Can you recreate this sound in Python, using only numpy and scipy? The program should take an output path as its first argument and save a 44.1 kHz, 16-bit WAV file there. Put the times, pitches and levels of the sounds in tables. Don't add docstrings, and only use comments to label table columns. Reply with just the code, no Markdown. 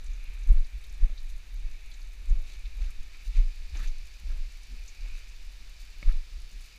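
import sys
import numpy as np
from scipy import signal
from scipy.fft import rfft, irfft, next_fast_len
from scipy.io import wavfile

SR = 44100
rng = np.random.default_rng(int(sys.argv[2]) if len(sys.argv) > 2 else 0)


def wrap_up_sound(samples):
    columns = np.atleast_2d(samples).T
    tamed = np.clip(columns, -1, 1)
    steps = np.round(tamed * 32767).astype(np.int16)
    wavfile.write(sys.argv[1], SR, steps)


N = 298998
TIME_S = np.arange(N) / SR

# frequency in Hz, relative density in dB.
WIND_SPECTRUM = [(8, -2), (18, -4.5), (30, 3.5), (42, -5), (60, -15), (85, -33), (120, -41.5), (250, -48),
                 (800, -58.5), (3000, -100)]
WATER_SPECTRUM = [(60, 19.5), (200, 4.5), (400, 2), (900, 0.5), (1800, 1.5), (2400, -2), (3300, 0),
                  (4500, -6), (7000, -10), (9000, -9.5), (15000, -12)]
SPRAY_SPECTRUM = [(200, -36), (1500, -10), (3000, 3), (3800, -4.5), (4250, -1.5), (4600, 3), (5000, 3.5),
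                  (5400, 1.5), (6200, -10.5), (7600, -6), (9500, -11.5), (15000, -15.5)]
CLOTH_SPECTRUM = [(300, -40), (900, 3), (1300, 9.5), (1900, 5), (2400, 15.5), (3000, 7.5), (6000, -7),
                  (15000, -20)]
RASP_SPECTRUM = [(500, -25), (1000, -11), (1290, 4.5), (1450, -1.5), (1650, 1.5), (2000, -4.5), (3000, -18),
                 (8000, -24)]
GRIT_SPECTRUM = [(100, -22), (320, 7), (450, -1.5), (600, -3.5), (850, -0.5), (1300, -2.5), (1700, -1.5),
                 (2400, 7.5), (4000, 4.5), (6500, 0), (9000, -1.5), (15000, -8)]
CRUNCH_SPECTRUM = [(40, -54), (100, -41), (180, -1.5), (350, -0.5), (550, 0.5), (900, -9.5), (1400, -16.5),
                   (3000, -27), (9000, -44)]
# time in seconds, level in dB.
WIND_ENVELOPE = [(0, -32.5), (.7, -36.5), (1.7, -37.5), (2.05, -40), (2.5, -35), (3.0, -38.5), (3.6, -38.5),
                 (4.5, -40), (5.1, -39), (5.7, -41), (6.7, -42.5)]
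WATER_BAND_ENVELOPE = [(0, -79), (.15, -70), (.32, -68.5), (.55, -74.5), (.74, -69.5), (1.0, -72.5),
                       (1.45, -73.5), (1.6, -73), (1.85, -67.5), (2.1, -75), (2.5, -70.5), (3.3, -72),
                       (4.0, -71), (4.6, -73), (4.9, -69.5), (5.17, -68), (5.45, -76), (5.9, -71.5),
                       (6.4, -76.5), (6.75, -72)]
# start in seconds, level in dB, centre in Hz, T60 in seconds.
ICE_TICKS = [(.04, -51, 8750, .04), (0.063, -60, 5430, 0.075), (.114, -62, 5900, 0.037),
             (.24, -47, 11000, 0.019), (.433, -56, 6360, 0.03), (.4728, -49, 11000, 0.019),
             (.487, -54, 9500, .012), (.5267, -52, 10500, .03), (.644, -56, 4700, .049),
             (.668, -54, 9000, .02), (.838, -53, 3770, 0.056), (.838, -51, 11000, .025),
             (.849, -61, 5700, .04), (.865, -52, 11000, .025), (.893, -57, 6000, 0.054),
             (.9235, -49, 12000, .018), (.938, -57, 7900, .05), (1.172, -55, 3900, 0.12),
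             (1.176, -59.5, 4900, 0.13), (1.289, -53, 10000, .014), (1.375, -52, 11000, .015),
             (1.542, -45, 11000, .012), (1.596, -58, 7500, .03), (1.914, -49, 3770, 0.05),
             (1.939, -57, 4000, .06), (1.912, -52, 10500, 0.024), (1.937, -58.5, 6700, 0.073),
             (2.015, -56, 4700, .04), (2.132, -52, 10500, .025), (2.284, -55, 8000, .025),
             (2.296, -53.5, 6940, 0.039), (2.4174, -49, 12500, .012), (2.502, -58, 7000, .025),
             (2.654, -52.5, 4020, 0.053), (2.655, -55, 2600, .08), (2.7696, -45, 11000, .012),
             (2.905, -50, 10500, .035), (3.2325, -56, 13000, .02), (3.372, -54, 11000, .02),
             (3.768, -51.5, 5970, 0.068), (3.797, -54, 12000, .03), (3.83, -49, 11200, 0.035),
             (3.873, -55, 6100, 0.082), (4.139, -55, 6530, 0.028), (4.196, -53, 12000, .033),
             (4.2855, -55, 11500, .02), (4.877, -52.5, 6160, 0.11), (5.006, -57, 4530, 0.12),
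             (5.6965, -48, 11000, .012), (6.123, -46, 11500, .014), (6.123, -50, 4300, .02),
             (6.609, -53, 9700, .05), (6.6473, -56, 11000, .02)]
# midpoint in seconds, level in dB, half-length in seconds.
SLEEVE_SWISHES = [(0.289, -66.5, 0.19), (2.664, -74, 0.031), (3.149, -61.5, 0.015), (3.217, -69, 0.038),
                  (3.379, -58.5, 0.038), (5.123, -65.5, 0.14)]
# midpoint in seconds, jolt in dB, jolt in Hz, bump in dB, bump in Hz,
# half-length in seconds.
GRIP_SHIFTS = [(0.758, -28, 43, -64, 169, 0.022), (1.247, -26, 23.7, -66.5, 171, 0.037),
               (1.566, -31, 35.2, -69, 231, 0.048), (2.243, -32, 38.6, -73, 200, 0.047),
               (2.662, -27, 38, -70, 170, 0.022), (3.001, -24.5, 14, -65, 173, 0.031),
               (3.288, -23, 34, -67, 170, 0.023), (3.738, -27, 52, -71, 170, 0.015),
               (3.812, -42, 57, -56, 174, 0.017), (4.283, -33.5, 50.5, -63, 179, 0.062),
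               (4.475, -35.5, 42, -71, 170, 0.035), (4.728, -38.5, 45, -59, 198, 0.037),
               (5.134, -26, 25, -67, 170, 0.028), (5.304, -34, 37, -79, 165, 0.02),
               (5.47, -32.5, 37, -83, 170, 0.041), (5.613, -41, 31, -66, 230, 0.026),
               (6.383, -37, 47, -70, 168, 0.026), (6.553, -43, 40, -58.5, 134, 0.029)]
# start in seconds, level in dB, low-pass corner in Hz.
SOLE_KNOCKS = [(0.487, -57, 2000), (0.529, -54, 2500), (0.565, -47, 1400), (1.033, -46.5, 700),
               (1.058, -56, 2500), (1.096, -48.5, 1500), (2.32, -59, 700), (2.816, -62, 3000),
               (3.757, -48, 1100), (3.793, -53, 1400), (3.846, -56, 3000), (6.028, -41.5, 7000),
               (6.088, -51, 1800)]
# frequency in Hz, gain in dB, T60 in seconds.
CONTACT_MODES = [(170, 3, 0.028), (296, -11, 0.042), (570, -5, 0.025), (1260, -5, 0.014), (1970, -9, 0.018),
                 (2210, 0.5, 0.026), (4400, -22, .008)]
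# midpoint in seconds, level in dB, half-length in seconds.
ROCK_RASPS = [(0.498, -63, 0.013), (0.575, -65, 0.012), (1.039, -62, 0.011), (2.821, -66, 0.013),
              (2.89, -64, 0.016), (3.765, -61, 0.016), (3.802, -55.5, 0.019), (3.839, -58.5, 0.016),
              (4.309, -67.5, 0.031), (6.095, -59.5, 0.025)]
# midpoint in seconds, level in dB, half-length in seconds, tilt in dB/octave.
GRIT_SCUFFS = [(.492, -67, 0.0092, -2), (0.574, -61.5, 0.011, -9), (1.044, -69, .02, -9),
               (1.302, -62.5, 0.014, 6), (2.512, -63, 0.069, -1.5), (2.839, -63, 0.046, -2),
               (3.267, -61.5, 0.02, 3), (3.363, -61.5, 0.033, -2), (3.766, -55, 0.026, -6),
               (3.801, -59.5, 0.017, -1), (3.849, -58, 0.038, -3), (5.173, -67, 0.046, 3),
               (5.814, -64.5, 0.025, 4), (6.097, -64, 0.11, -5), (6.644, -66, 0.06, 4)]
# heel midpoint in seconds, thump in dB, thump in Hz, half-length in seconds,
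# wrist jolt in dB, heel crunch in dB, settling sway in dB, settling crunch in dB.
FOOTFALLS = [(0.511, -7, 29.9, 0.026, -20, -63.5, -12, -61), (1.039, -9.5, 24, 0.022, -29.5, -63, -29, -72),
             (1.657, -23.5, 21.1, 0.038, -46, -73, -31, -73),
             (2.319, -12.5, 26.3, 0.027, -25.5, -63, -21, -65.5),
             (2.825, -23, 32.3, 0.049, -31, -64.5, -31.5, -76),
             (3.395, -10.5, 29.6, 0.033, -38, -64.5, -24.5, -74),
             (3.822, -23, 31.2, 0.054, -53, -62, -20, -71), (4.335, -24, 26.7, 0.07, -38, -66, -23.5, -71),
             (5.053, -28.5, 36.7, 0.027, -53, -70, -33, -78),
             (6.088, -9, 24.3, 0.024, -31, -60.5, -18, -67)]
# centre in Hz, width in Hz, gain in dB.
CASE_RESONANCES = [(1300, 120, 2), (1757, 320, 4.5), (2293, 615, 6), (2590, 480, 2), (3260, 176, -8.5),
                   (3850, 1480, 9.5), (4500, 310, 3), (6014, 500, 5.5), (6715, 1870, 7.5),
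                   (10830, 700, 3.5)]


def from_db(db):
    return 10 ** (np.asarray(db) / 20)


def unit_rms(x):
    return x / np.sqrt(np.mean(x ** 2) + 1e-20)


def add(out, start_s, sound):
    start = round(start_s * SR)
    first, last = max(start, 0), min(start + len(sound), N)
    out[first:last] += sound[first - start:last - start]


def colour(x, spectrum, tilt_db_per_octave=0):
    size = next_fast_len(len(x))
    octave = np.log2(np.maximum(np.fft.rfftfreq(size, 1 / SR), 1))
    hz, db = np.transpose(spectrum)
    gain_db = np.interp(octave, np.log2(hz), db) + tilt_db_per_octave * np.clip(octave - 10, 0, None)
    return unit_rms(irfft(rfft(x, size) * from_db(gain_db), size)[:len(x)])


def noise_band(size, hz, octaves):
    edges_hz = np.clip([hz / 2 ** (octaves / 2), hz * 2 ** (octaves / 2)], 10, SR / 2 - 1000)
    band_pass = signal.butter(2, edges_hz, "band", fs=SR, output="sos")
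    return unit_rms(signal.sosfilt(band_pass, rng.standard_normal(size)))


def grains(size, per_s, spread_db):
    chance, strength, sign = rng.random((3, size))
    heights = from_db(spread_db * np.minimum(-np.log(1 - strength), 5))
    return unit_rms((chance < per_s / SR) * heights * np.sign(sign - .5))


def swell(half_s):
    t = np.arange(-SR // 3, SR // 3) / SR
    return t, np.exp(-(t / half_s) ** 2)


def wind(gust_db=3, gusts_per_s=9):
    knots = rng.standard_normal(1000)
    gusts = np.interp(TIME_S * gusts_per_s, np.arange(len(knots)), knots)
    level_db = np.interp(TIME_S, *np.transpose(WIND_ENVELOPE)) + gust_db * np.tanh(gusts)
    return from_db(level_db) * colour(rng.standard_normal(N), WIND_SPECTRUM)


def water(hiss_db=-61.5, gap_opening_s=(2.15, 3.45), spray_ramp_db=(-74, -67)):
    hiss = from_db(hiss_db) * colour(rng.standard_normal(N), WATER_SPECTRUM)
    band_db = np.interp(TIME_S, *np.transpose(WATER_BAND_ENVELOPE))
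    band = from_db(band_db) * noise_band(N, hz=2396, octaves=0.26)
    spray_db = np.interp(TIME_S, gap_opening_s, spray_ramp_db)
    droplets = grains(N, per_s=5000, spread_db=2)
    return hiss + band + from_db(spray_db) * colour(droplets, SPRAY_SPECTRUM)


def drips(count=120, drip_db=-68, spread_db=6, t60_s=0.071, fade_db_per_s=3):
    out, t = np.zeros(N), TIME_S[:SR // 10]
    for when, size, pitch in rng.random((count, 3)):
        start_s = when * N / SR
        pip = noise_band(len(t), hz=4000 * 3 ** pitch, octaves=0.46)
        level_db = drip_db + spread_db * (size - .5) - fade_db_per_s * start_s
        add(out, start_s, from_db(level_db - 60 * t / t60_s) * pip)
    return out


def splinters(count=200, splinter_db=-67, spread_db=10, t60_s=0.019, rise_db_per_s=0.63):
    out, t = np.zeros(N), TIME_S[:SR // 10]
    for when, size, pitch in rng.random((count, 3)):
        start_s = when * N / SR
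        snap = noise_band(len(t), hz=9500 * 2 ** (pitch - .5), octaves=0.98)
        level_db = splinter_db + spread_db * (size - .5) + rise_db_per_s * start_s
        add(out, start_s, from_db(level_db - 60 * t / t60_s) * snap)
    return out


def ticks(rise_s=0.0022, snap_db=-13, snap_t60_s=0.0048, tail_db=-3.5):
    out, t = np.zeros(N), TIME_S[:SR // 4]
    attack = 1 - np.exp(-t / rise_s)
    snap = from_db(snap_db - 60 * t / snap_t60_s)
    for start_s, level_db, hz, t60_s in ICE_TICKS:
        tail = from_db(tail_db - 60 * t / t60_s)
        chink = noise_band(len(t), hz, octaves=0.7 / (1 + t60_s / 0.13))
        add(out, start_s, from_db(level_db) * attack * (snap + tail) * chink)
    return out


def jacket():
    out = np.zeros(N)
    for mid_s, level_db, half_s in SLEEVE_SWISHES:
        t, speed = swell(half_s)
        cloth = colour(grains(len(t), per_s=2500, spread_db=3), CLOTH_SPECTRUM)
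        add(out, mid_s + t[0], from_db(level_db) * speed * cloth)
    return out


def grip():
    out = np.zeros(N)
    for mid_s, jolt_db, jolt_hz, bump_db, bump_hz, half_s in GRIP_SHIFTS:
        t, push = swell(half_s)
        jolt = from_db(jolt_db) * np.cos(2 * np.pi * jolt_hz * t)
        bump = from_db(bump_db) * noise_band(len(t), bump_hz, octaves=0.97)
        add(out, mid_s + t[0], push * (jolt + bump))
    return out


def knocks(spread_db=1.5):
    out, t = np.zeros(N), TIME_S[:SR // 4]
    for start_s, level_db, corner_hz in SOLE_KNOCKS:
        for hz, mode_db, t60_s in CONTACT_MODES:
            strike = from_db(level_db + mode_db + rng.normal(0, spread_db))
            rolloff = 1 / (1 + (hz / corner_hz) ** 2)
            ring = np.sin(2 * np.pi * hz * t) * from_db(-60 * t / t60_s)
            add(out, start_s, strike * rolloff * ring)
    return out


def rasps():
    out = np.zeros(N)
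    for mid_s, level_db, half_s in ROCK_RASPS:
        t, pressure = swell(half_s)
        rattle = colour(grains(len(t), per_s=1000, spread_db=1), RASP_SPECTRUM)
        add(out, mid_s + t[0], from_db(level_db) * pressure * rattle)
    return out


def scuffs(slip_gain_db=-3, slip_half_s=0.06, slip_db_per_octave=-11):
    out = np.zeros(N)
    slips = [(mid_s, crunch_db + slip_gain_db, slip_half_s, slip_db_per_octave)
             for mid_s, *_, crunch_db, _, _ in FOOTFALLS]
    for mid_s, level_db, half_s, tilt_db_per_octave in slips + GRIT_SCUFFS:
        t, pressure = swell(half_s)
        grit = colour(grains(len(t), per_s=2400, spread_db=3), GRIT_SPECTRUM, tilt_db_per_octave)
        add(out, mid_s + t[0], from_db(level_db) * pressure * grit)
    return out


def tread(sway_db, sway_hz, half_s, crunch_db):
    t, load = swell(half_s)
    sway = from_db(sway_db) * np.cos(2 * np.pi * sway_hz * t)
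    shudder = from_db(crunch_db + 9) * noise_band(len(t), hz=80, octaves=0.9)
    crunch = from_db(crunch_db) * colour(grains(len(t), per_s=500, spread_db=4.5), CRUNCH_SPECTRUM)
    return load * (sway + shudder + crunch)


def footfalls(jolt_hz=52.5, roll_s=0.065, settle_hz=19.84, settle_half_s=0.053):
    out = np.zeros(N)
    for mid_s, thump_db, thump_hz, half_s, jolt_db, crunch_db, settle_db, settle_crunch_db in FOOTFALLS:
        t, load = swell(half_s)
        heel = tread(thump_db, thump_hz, half_s, crunch_db)
        jolt = from_db(jolt_db) * load * np.cos(2 * np.pi * jolt_hz * t)
        ball = tread(settle_db, settle_hz, settle_half_s, settle_crunch_db)
        add(out, mid_s + t[0], heel + jolt)
        add(out, mid_s + roll_s + t[0], ball)
    return out


def scene():
    walker = footfalls() + scuffs() + rasps() + knocks() + grip() + jacket()
    return (walker + ticks() + splinters() + drips() + water() + wind())[None]


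def record(dry):
    out = dry
    for hz, width_hz, gain_db in CASE_RESONANCES:
        omega, root_gain = 2 * np.pi * hz / SR, from_db(gain_db / 2)
        damping = np.sin(omega) * width_hz / (2 * hz)
        numerator = [1 + damping * root_gain, -2 * np.cos(omega), 1 - damping * root_gain]
        denominator = [1 + damping / root_gain, -2 * np.cos(omega), 1 - damping / root_gain]
        out = signal.lfilter(numerator, denominator, out)
    low_pass = signal.ellip(12, .1, 80, 15300, fs=SR, output="sos")
    return signal.sosfilt(low_pass, out)


dry = scene()
out = record(dry)
wrap_up_sound(out)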